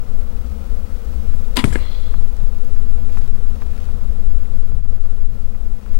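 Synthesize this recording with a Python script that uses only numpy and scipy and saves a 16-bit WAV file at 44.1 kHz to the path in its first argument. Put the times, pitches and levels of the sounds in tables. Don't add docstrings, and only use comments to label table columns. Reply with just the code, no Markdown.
import sys
import numpy as np
from scipy import signal
from scipy.fft import rfft, irfft
from scipy.io import wavfile
from scipy.ndimage import uniform_filter1d

SR = 44100
rng = np.random.default_rng(int(sys.argv[2]) if len(sys.argv) > 2 else 0)


def wav_out(sig):
    wavfile.write(sys.argv[1], SR, np.round(np.clip(np.atleast_2d(sig).T, -1, 1) * 32767).astype(np.int16))


N = 264159

# (frequency [Hz], level [dB])
CRACK_SPECTRUM = [(500, -34), (1500, -10), (3500, 6.5), (6000, -7.5), (8500, -5), (12000, -9.5),
                  (16000, -17)]
# (time [s], level [dB], dip depth [dB], dip length [s])
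WIND_POPS = [(2.826, -40, 2.5, .02), (2.871, -38, 2.5, 0.018), (3.29, -40, 4, 0.044),
             (4.634, -30, 4, 0.027), (4.719, -30.5, 5, .03), (4.788, -28.5, 10, 0.054),
             (4.854, -28.5, 9, 0.026), (4.928, -31.5, 2, .03), (4.98, -27.5, 9, 0.032),
             (5.051, -29, 2.2, .04), (5.128, -34, 0, 0.028), (5.18, -30.5, 3, .03),
             (5.222, -31.5, 5, 0.095)]


def bow_release():
    # (time [s], level [dB], relative crack [dB], relative limb [dB], t60 [ratio])
    jolts = [(1.5586, -36, 12, -14, .6), (1.5661, -13.5, -15, -11, 0.51), (1.5696, -8.5, 9, -28, 0.7),
             (1.5746, -15, -17, -5, 1.7), (1.5798, -24, -6, -14, 0.79), (1.589, -18, 3, -5, 1.5),
             (1.5907, -15.5, -8, -4, 0.97), (1.602, -32, -4, -14, .7)]
    # (frequency [Hz], level [dB], t60 [s])
    riser_modes = [(1094, -2, 0.049), (2054, -6, 0.065), (2320, -9, 0.044), (2760, -9, 0.014),
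                   (3140, -5, 0.057), (3840, -20, 0.054), (3950, -2, 0.025), (1500, -11, 0.044),
                   (975, -12, 0.19), (3015, -3.5, 0.047), (5020, -9.5, 0.045), (616, -5.5, 0.025)]
    out = np.zeros(N)
    for s, db, crack_db, limb_db, lasting in jolts:
        riser = sum(amp(mode_db) * ring(hz * rng.uniform(0.88, 1.025), t60 * lasting, rng.random())
                    for hz, mode_db, t60 in riser_modes) / 3
        limb = amp(limb_db) * ring(hz=262, t60=0.14)
        add(out, s, amp(db) * (riser + limb))
        add(out, s, amp(db + crack_db) * burst(CRACK_SPECTRUM, tau_s=0.0009))
    return out


def string_slam():
    # (time [s], level [dB], relative crack [dB])
    slaps = [(1.6411, -7, -6), (1.6424, -21, 4), (1.6487, -25, -14)]
    # (frequency [Hz], level [dB], t60 [s])
    stop_modes = [(1360, 2, 0.01), (2140, 2.5, 0.0094), (724, -12.5, 0.04), (2840, -36, 0.016),
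                  (1050, -13, 0.029)]
    # (time [s], level [dB], pitch [ratio], t60 [ratio])
    thumps = [(1.6404, -6, 1.75, 0.97), (1.6478, -1, 1, .95), (1.665, -24, 1.4, 0.88),
              (1.6768, -14, 1.5, 1.04), (1.702, -17.5, .84, 2.9)]
    # (frequency [Hz], level [dB], t60 [s])
    thump_modes = [(132, 0.5, 0.027), (383, -24.5, 0.11)]
    out = np.zeros(N)
    for s, db, crack_db in slaps:
        add(out, s, -amp(db) * modal_sum(stop_modes) / 2)
        add(out, s, amp(db + crack_db) * burst(CRACK_SPECTRUM, tau_s=0.00087))
    for s, db, pitch, lasting in thumps:
        add(out, s, amp(db) * modal_sum(thump_modes, pitch, lasting))
    return out


def arrow_flight():
    # (time [s], hiss level [dB], low rush level [dB], time to fall 20 dB [s])
    rushes = [(1.561, -38, -32, 0.0477), (1.572, -33.5, -20, 0.03), (1.59, -40, -32, 0.06),
              (1.643, -31, -17.5, 0.0141), (1.655, -44, -36.5, .04), (1.677, -49, -39.5, 0.08),
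              (1.727, -43.5, -36.5, 0.0639), (1.75, -58, -37, 0.1637)]
    # (frequency [Hz], spectral density [dB])
    hiss_spectrum = [(3000, 0.5), (6000, -7.5), (8000, -0.5), (10500, -4.5), (12500, -18), (16000, -17)]
    # (frequency [Hz], spectral density [dB])
    rush_spectrum = [(200, 21), (500, 1.5), (1600, -1), (2400, -4), (4000, -29), (7000, -51.5)]
    rise_s = 0.0023
    hiss_gain = envelope(1.65, db=-54.5, rise_s=0.018, hold_s=0.087, fall_db_per_s=330)
    rush_gain = np.zeros(N)
    for s, hiss_db, rush_db, fall_s in rushes:
        hiss_gain += envelope(s, hiss_db, rise_s, 0, 20 / fall_s)
        rush_gain += envelope(s, rush_db, rise_s, 0, 20 / fall_s)
    flare = envelope(1.737, db=-40, rise_s=0.016, hold_s=0, fall_db_per_s=2400)
    whistle_gain = amp(-14) * hiss_gain + flare
    whistle = unit_rms(resonate(rng.standard_normal(N), hz=7590, width_hz=110))
    return hiss_gain * noise(hiss_spectrum) + rush_gain * noise(rush_spectrum) + whistle_gain * whistle


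def arrow_strikes():
    # (time [s], level [dB], pitch [ratio], relative body [dB], t60 [ratio])
    strikes = [(1.7272, -24.5, 0.96, -15, 1.4), (1.7568, -10, 0.97, -2, 0.93),
               (2.1407, -23.5, 0.71, -28, 0.45), (2.143, -24.5, 0.51, -12, 0.44)]
    # (frequency [Hz], level [dB], t60 [s])
    shaft_modes = [(1730, 5, 0.017), (2120, -8.5, 0.036), (3620, -13, 0.014), (960, -7, 0.014),
                   (490, -5, 0.041), (4500, -18.5, .015)]
    out = np.zeros(N)
    for s, db, pitch, body_db, lasting in strikes:
        add(out, s, -amp(db) * modal_sum(shaft_modes, pitch, lasting) / 2.36)
        add(out, s + 0.0011, amp(db + body_db) * ring(hz=362 * pitch, t60=0.019 * lasting))
    return out


def rattle_and_echoes():
    # (frequency [Hz], bandwidth [Hz], level [dB])
    resonances = [(1075, 510, 1), (2040, 440, 2.5), (2800, 130, -4), (3416, 380, 7), (4080, 470, 7),
                  (4500, 280, -2), (5300, 420, -11)]
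    # (low resonances [dB/s], high resonances [dB/s])
    rattle_falls = [500, 650]
    grain = rng.standard_normal(N) * flicker(depth_db=1.7, size=150)
    bands = [amp(db) * unit_rms(resonate(resonate(grain, hz, width), hz, width))
             for hz, width, db in resonances]
    low_rattle, high_rattle = [envelope(1.572, db, rise_s=0.0074, hold_s=0.027, fall_db_per_s=fall)
                               for db, fall in zip((-31.5, -33), rattle_falls)]
    low_echo = envelope(1.707, db=-49, rise_s=0.03, hold_s=0.12, fall_db_per_s=50)
    high_echo = envelope(1.823, db=-49.5, rise_s=0.12, hold_s=0.12, fall_db_per_s=45)
    low = unit_rms(sum(bands[:3])) * (low_rattle + low_echo)
    high = unit_rms(sum(bands[3:])) * (high_rattle + high_echo)
    fade_out = envelope(0, db=0, rise_s=1, hold_s=2.19, fall_db_per_s=250)
    return fade_out * (low + high)


def stalk_snap(db, hz, treble_db, middle_db):
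    # (frequency [Hz], spectral density [dB])
    twig_spectrum = [(900, -30), (1900, 10), (3200, -18), (5000, -5), (8000, -16)]
    # (frequency [Hz], spectral density [dB])
    tick_spectrum = [(2000, -14), (4000, 0), (6500, 0), (9000, -4), (12000, -9), (16000, -9)]
    tau_s = 0.004
    body = burst([(hz / 5, -12), (hz, 0), (hz * 2, -12), (16000, -60)], tau_s)
    middle = amp(middle_db) * burst(twig_spectrum, tau_s)
    tick = amp(treble_db) * burst(tick_spectrum, tau_s)
    wood = amp(-2) * ring(hz, t60=0.013)[:len(body)]
    return amp(db) * (body + middle + tick + wood)


def twig_snaps():
    # (time [s], level [dB], centre [Hz], relative treble [dB], relative middle [dB])
    snaps = [(1.338, -35.5, 1090, -19, -16), (2.366, -44.5, 955, 1, -7), (2.648, -50, 900, 5, -12),
             (2.764, -37.5, 1130, -20, -18), (2.979, -32, 720, -24, -19), (3.095, -41, 895, -20, -4),
             (3.172, -28, 850, -21, -12), (3.182, -38, 1250, 0, -15), (3.276, -40, 1300, -2, -6),
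             (3.356, -34, 690, -24, -24), (3.619, -28.5, 930, -26, -16), (3.777, -41, 1300, -5, -2),
             (3.889, -39, 920, -20, -18), (4.012, -40, 1090, -20, -13), (4.455, -41, 1190, -22, -2),
             (5.547, -39.5, 1130, -22, -27), (5.862, -39.5, 1310, -22, -14), (5.943, -43, 990, -21, 3)]
    run_start_s, run_length_s, small_snap_count = 2.2, 2.3, 6
    out = np.zeros(N)
    for s, *settings in snaps:
        add(out, s, stalk_snap(*settings))
    for when, pitch, bright in rng.random((small_snap_count, 3)):
        small = stalk_snap(-49.5, 800 + 500 * pitch, -22 + 10 * bright, -16 + 10 * bright)
        add(out, run_start_s + run_length_s * when, small)
    return out


def grass_rustle():
    # (time [s], level [dB])
    rustle_levels = [(0, -72), (1.5, -58.5), (2.9, -62), (3.06, -66), (3.14, -52.5), (3.25, -57),
                     (3.42, -62.5), (3.77, -54.5), (4.2, -65.5), (5.6, -67), (5.99, -60.5)]
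    # (frequency [Hz], spectral density [dB])
    blade_spectrum = [(400, -4.5), (1000, 1.5), (2200, -0.5), (4500, -7.5), (8000, -11.5), (16000, -21)]
    ticks_per_s, kinds = 400, 4
    strengths = amp(2.2 * np.minimum(rng.exponential(1, (kinds, N)), 4))
    impulses = strengths * (rng.random((kinds, N)) < ticks_per_s / kinds / SR)
    blades = sum(signal.oaconvolve(train, burst(blade_spectrum, tau_s=0.0054))[:N] for train in impulses)
    return amp(curves(rustle_levels)[0]) * unit_rms(blades)


def wind_buffeting():
    # (time [s], gust [dB], rumble [dB], hollow drone [dB])
    wind_levels = [(0.0, -18, -31.5, -40), (0.2, -16.5, -33.5, -34), (0.6, -32.5, -36, -28.5),
                   (0.7, -18, -20, -36.5), (0.87, -22.5, -36.5, -25.5), (1.01, -25, -28, -39.5),
                   (1.08, -26.5, -30.5, -22.5), (1.37, -11, -34, -28), (1.43, -19, -27.5, -36),
                   (1.61, -20, -34, -30.5), (1.7, -16.5, -21.5, -24), (1.9, -20, -31, -32),
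                   (2.21, -9.5, -26, -33), (2.27, -15, -36, -48), (2.35, -21.5, -18.5, -38),
                   (2.45, -5.5, -30.5, -36), (2.53, -20, -29.5, -33.5), (2.66, -14, -38, -38.5),
                   (2.73, -11.5, -21, -27.5), (2.81, -9.5, -26, -32.5), (3.2, -13, -23.5, -25.5),
                   (3.31, -11.5, -25.5, -36.5), (3.7, -21, -25, -26), (4.06, -17.5, -34, -33.5),
                   (4.31, -12, -22.5, -29.5), (5.33, -15, -29.5, -34.5), (5.78, -18.5, -26, -35.5),
                   (5.86, -35, -37, -39), (5.93, -15, -35, -23.5), (5.98, -9, -32.5, -38)]
    # (frequency [Hz], spectral density [dB])
    heave = [(3, -76), (6, -10.5), (9, 3), (13, -1), (18, -12), (26, -47)]
    rumble = [(14, -24), (20, 7), (30, 0), (46, 3.5), (60, -21.5)]
    drone = [(40, -25), (52, -4.5), (63, 2), (72, -10), (90, -20)]
    flutter = [(70, -33), (90, 0), (125, -4.5), (160, -14.5), (200, -22.5)]
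    # (heave [dB], rumble [dB], drone [dB], flutter [dB])
    swell_depths = [1.7, 3.8, 2.06, 3.92]
    travel_limit = 0.5
    gust_db, rumble_db, drone_db = curves(wind_levels)
    flutter_db = -44 + 0.67 * (gust_db + 14)
    levels_db = [gust_db, rumble_db, drone_db, flutter_db]
    pressure = np.zeros(N)
    for db, depth_db, spectrum in zip(levels_db, swell_depths, [heave, rumble, drone, flutter]):
        swells = amp(depth_db * unit_rms(smooth(rng.standard_normal(N), size=3000)))
        eddies = noise(spectrum)
        steady = eddies / np.sqrt(smooth(eddies ** 2, size=4000) + 0.0057)
        pressure += amp(db) * swells * steady
    return travel_limit * np.tanh(pressure / travel_limit)


def wind_pops():
    # (frequency [Hz], spectral density [dB])
    pop_spectrum = [(80, 7), (300, -5.5), (700, -10), (1500, -17), (2200, -36), (5000, -60)]
    out = np.zeros(N)
    for s, db, *_ in WIND_POPS:
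        add(out, s, amp(db) * burst(pop_spectrum, tau_s=0.007))
    return out


def background():
    # (time [s], floor level [dB], relative low roar [dB])
    drift = [(0.0, -60.5, 1), (1.7, -58.5, -0.5), (2.2, -61, 0.4), (3.85, -61.5, 2.5), (4.87, -63.5, 1.2),
             (5.99, -63.5, 0.5)]
    # (frequency [Hz], spectral density [dB])
    roar_spectrum = [(82, -16), (140, -8.5), (171, -12.5), (213, -0.5), (235, -4.5), (260, -13.5),
                     (336, -18), (394, -19.5), (472, -10.5), (624, -20.5), (1070, -25.5), (1330, -23),
                     (1650, -31.5), (14500, -39.5), (16400, -48)]
    # (frequency [Hz], spectral density [dB])
    hiss_spectrum = [(10, 23), (25, 16.5), (100, 5), (300, 3.5), (1000, 0.5), (8000, -2), (16000, -3)]
    whine_hz, whine_left_db, whine_right_db = 15734, -11, -1.5
    floor_db, low_roar_db = curves(drift)
    roar_gain = 2 * amp(17.5) * flicker(depth_db=0.76, size=500)
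    low_roar = signal.lfilter(*signal.butter(1, 2000, fs=SR), noise(roar_spectrum))
    roar = roar_gain * (0.59 * noise(roar_spectrum) + amp(low_roar_db - 1) * low_roar)
    hiss = amp(-1.5) * noise(hiss_spectrum)
    whine = np.sin(2 * np.pi * whine_hz * np.arange(N) / SR)
    inputs = np.array([roar + amp(whine_left_db) * whine, hiss + amp(whine_right_db) * whine])
    return amp(floor_db) * inputs


def background_dips():
    # (time [s], depth [dB], length [s])
    blow_dips = [(1.57, 6, .02), (1.645, 6, .027), (1.695, 6, .016)]
    t = np.arange(N) / SR
    return amp(-sum(db * np.exp(-(2.25 * ((t - s) / length - 0.5)) ** 2)
                    for s, *_, db, length in WIND_POPS + blow_dips))


def amp(db):
    return 10 ** (np.asarray(db) / 20)


def unit_rms(x):
    return x / np.sqrt(np.mean(x ** 2) + 1e-20)


def smooth(x, size):
    return uniform_filter1d(uniform_filter1d(x, size), size)


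def flicker(depth_db, size):
    return amp(depth_db * unit_rms(uniform_filter1d(rng.standard_normal(N), size)))


def spectrum_db(spectrum, hz):
    knots_hz, db = np.transpose(spectrum)
    return np.interp(np.log(hz + 1), np.log(knots_hz + 1), db)


def curves(rows):
    s, *columns = np.transpose(rows)
    return [np.interp(np.arange(N) / SR, s, column) for column in columns]


def envelope(s, db, rise_s, hold_s, fall_db_per_s):
    t = np.arange(N) / SR - s
    return np.clip(1 + t / rise_s, 0, 1) ** 2 * amp(db - fall_db_per_s * np.clip(t - hold_s, 0, 1))


def add(mix, s, sound):
    part = mix[round(s * SR):][:len(sound)]
    part += sound[:len(part)]


def noise(spectrum):
    hz = np.fft.rfftfreq(N, 1 / SR)
    outside = (hz < spectrum[0][0]) | (hz > spectrum[-1][0])
    gain = amp(spectrum_db(spectrum, hz) - 60 * outside)
    return unit_rms(irfft(rfft(rng.standard_normal(N)) * gain, N))


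def burst(spectrum, tau_s):
    t = np.arange(2048) / SR
    gain = amp(spectrum_db(spectrum, np.fft.rfftfreq(2048, 1 / SR)))
    coloured = irfft(rfft(rng.standard_normal(2048)) * gain)
    shape = np.exp(-t / tau_s) * np.minimum(t * 3000, 1)
    return unit_rms(coloured * shape) * np.sqrt(np.mean(shape ** 2)) / 2


def resonate(x, hz, width_hz):
    r = np.exp(-np.pi * width_hz / SR)
    return signal.lfilter([1 - r, 0, r - 1], [1, -2 * r * np.cos(2 * np.pi * hz / SR), r * r], x)


def ring(hz, t60, phase_turns=0.0):
    t = np.arange(9000) / SR
    return amp(-60 * t / t60) * np.sin(2 * np.pi * (hz * t + phase_turns)) * np.minimum(t * 4000, 1)


def modal_sum(modes, pitch=1, lasting=1):
    return sum(amp(db) * ring(hz * pitch, t60 * lasting) for hz, db, t60 in modes)


def scene():
    wind = wind_buffeting() + wind_pops()
    shot = bow_release() + string_slam() + arrow_flight() + arrow_strikes() + rattle_and_echoes()
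    brush = twig_snaps() + grass_rustle()
    left = 2 * (shot + brush + wind)
    return np.array([left, np.zeros(N)]) + background() * background_dips()


def record(dry):
    edge_hz = 15900
    rounded = dry / (1 + np.abs(dry) ** 6) ** (1 / 6)
    taps = signal.firwin(1023, edge_hz, window=("kaiser", 9), fs=SR)
    return signal.oaconvolve(rounded, taps[None], "same")


dry = scene()
out = record(dry)
wav_out(out)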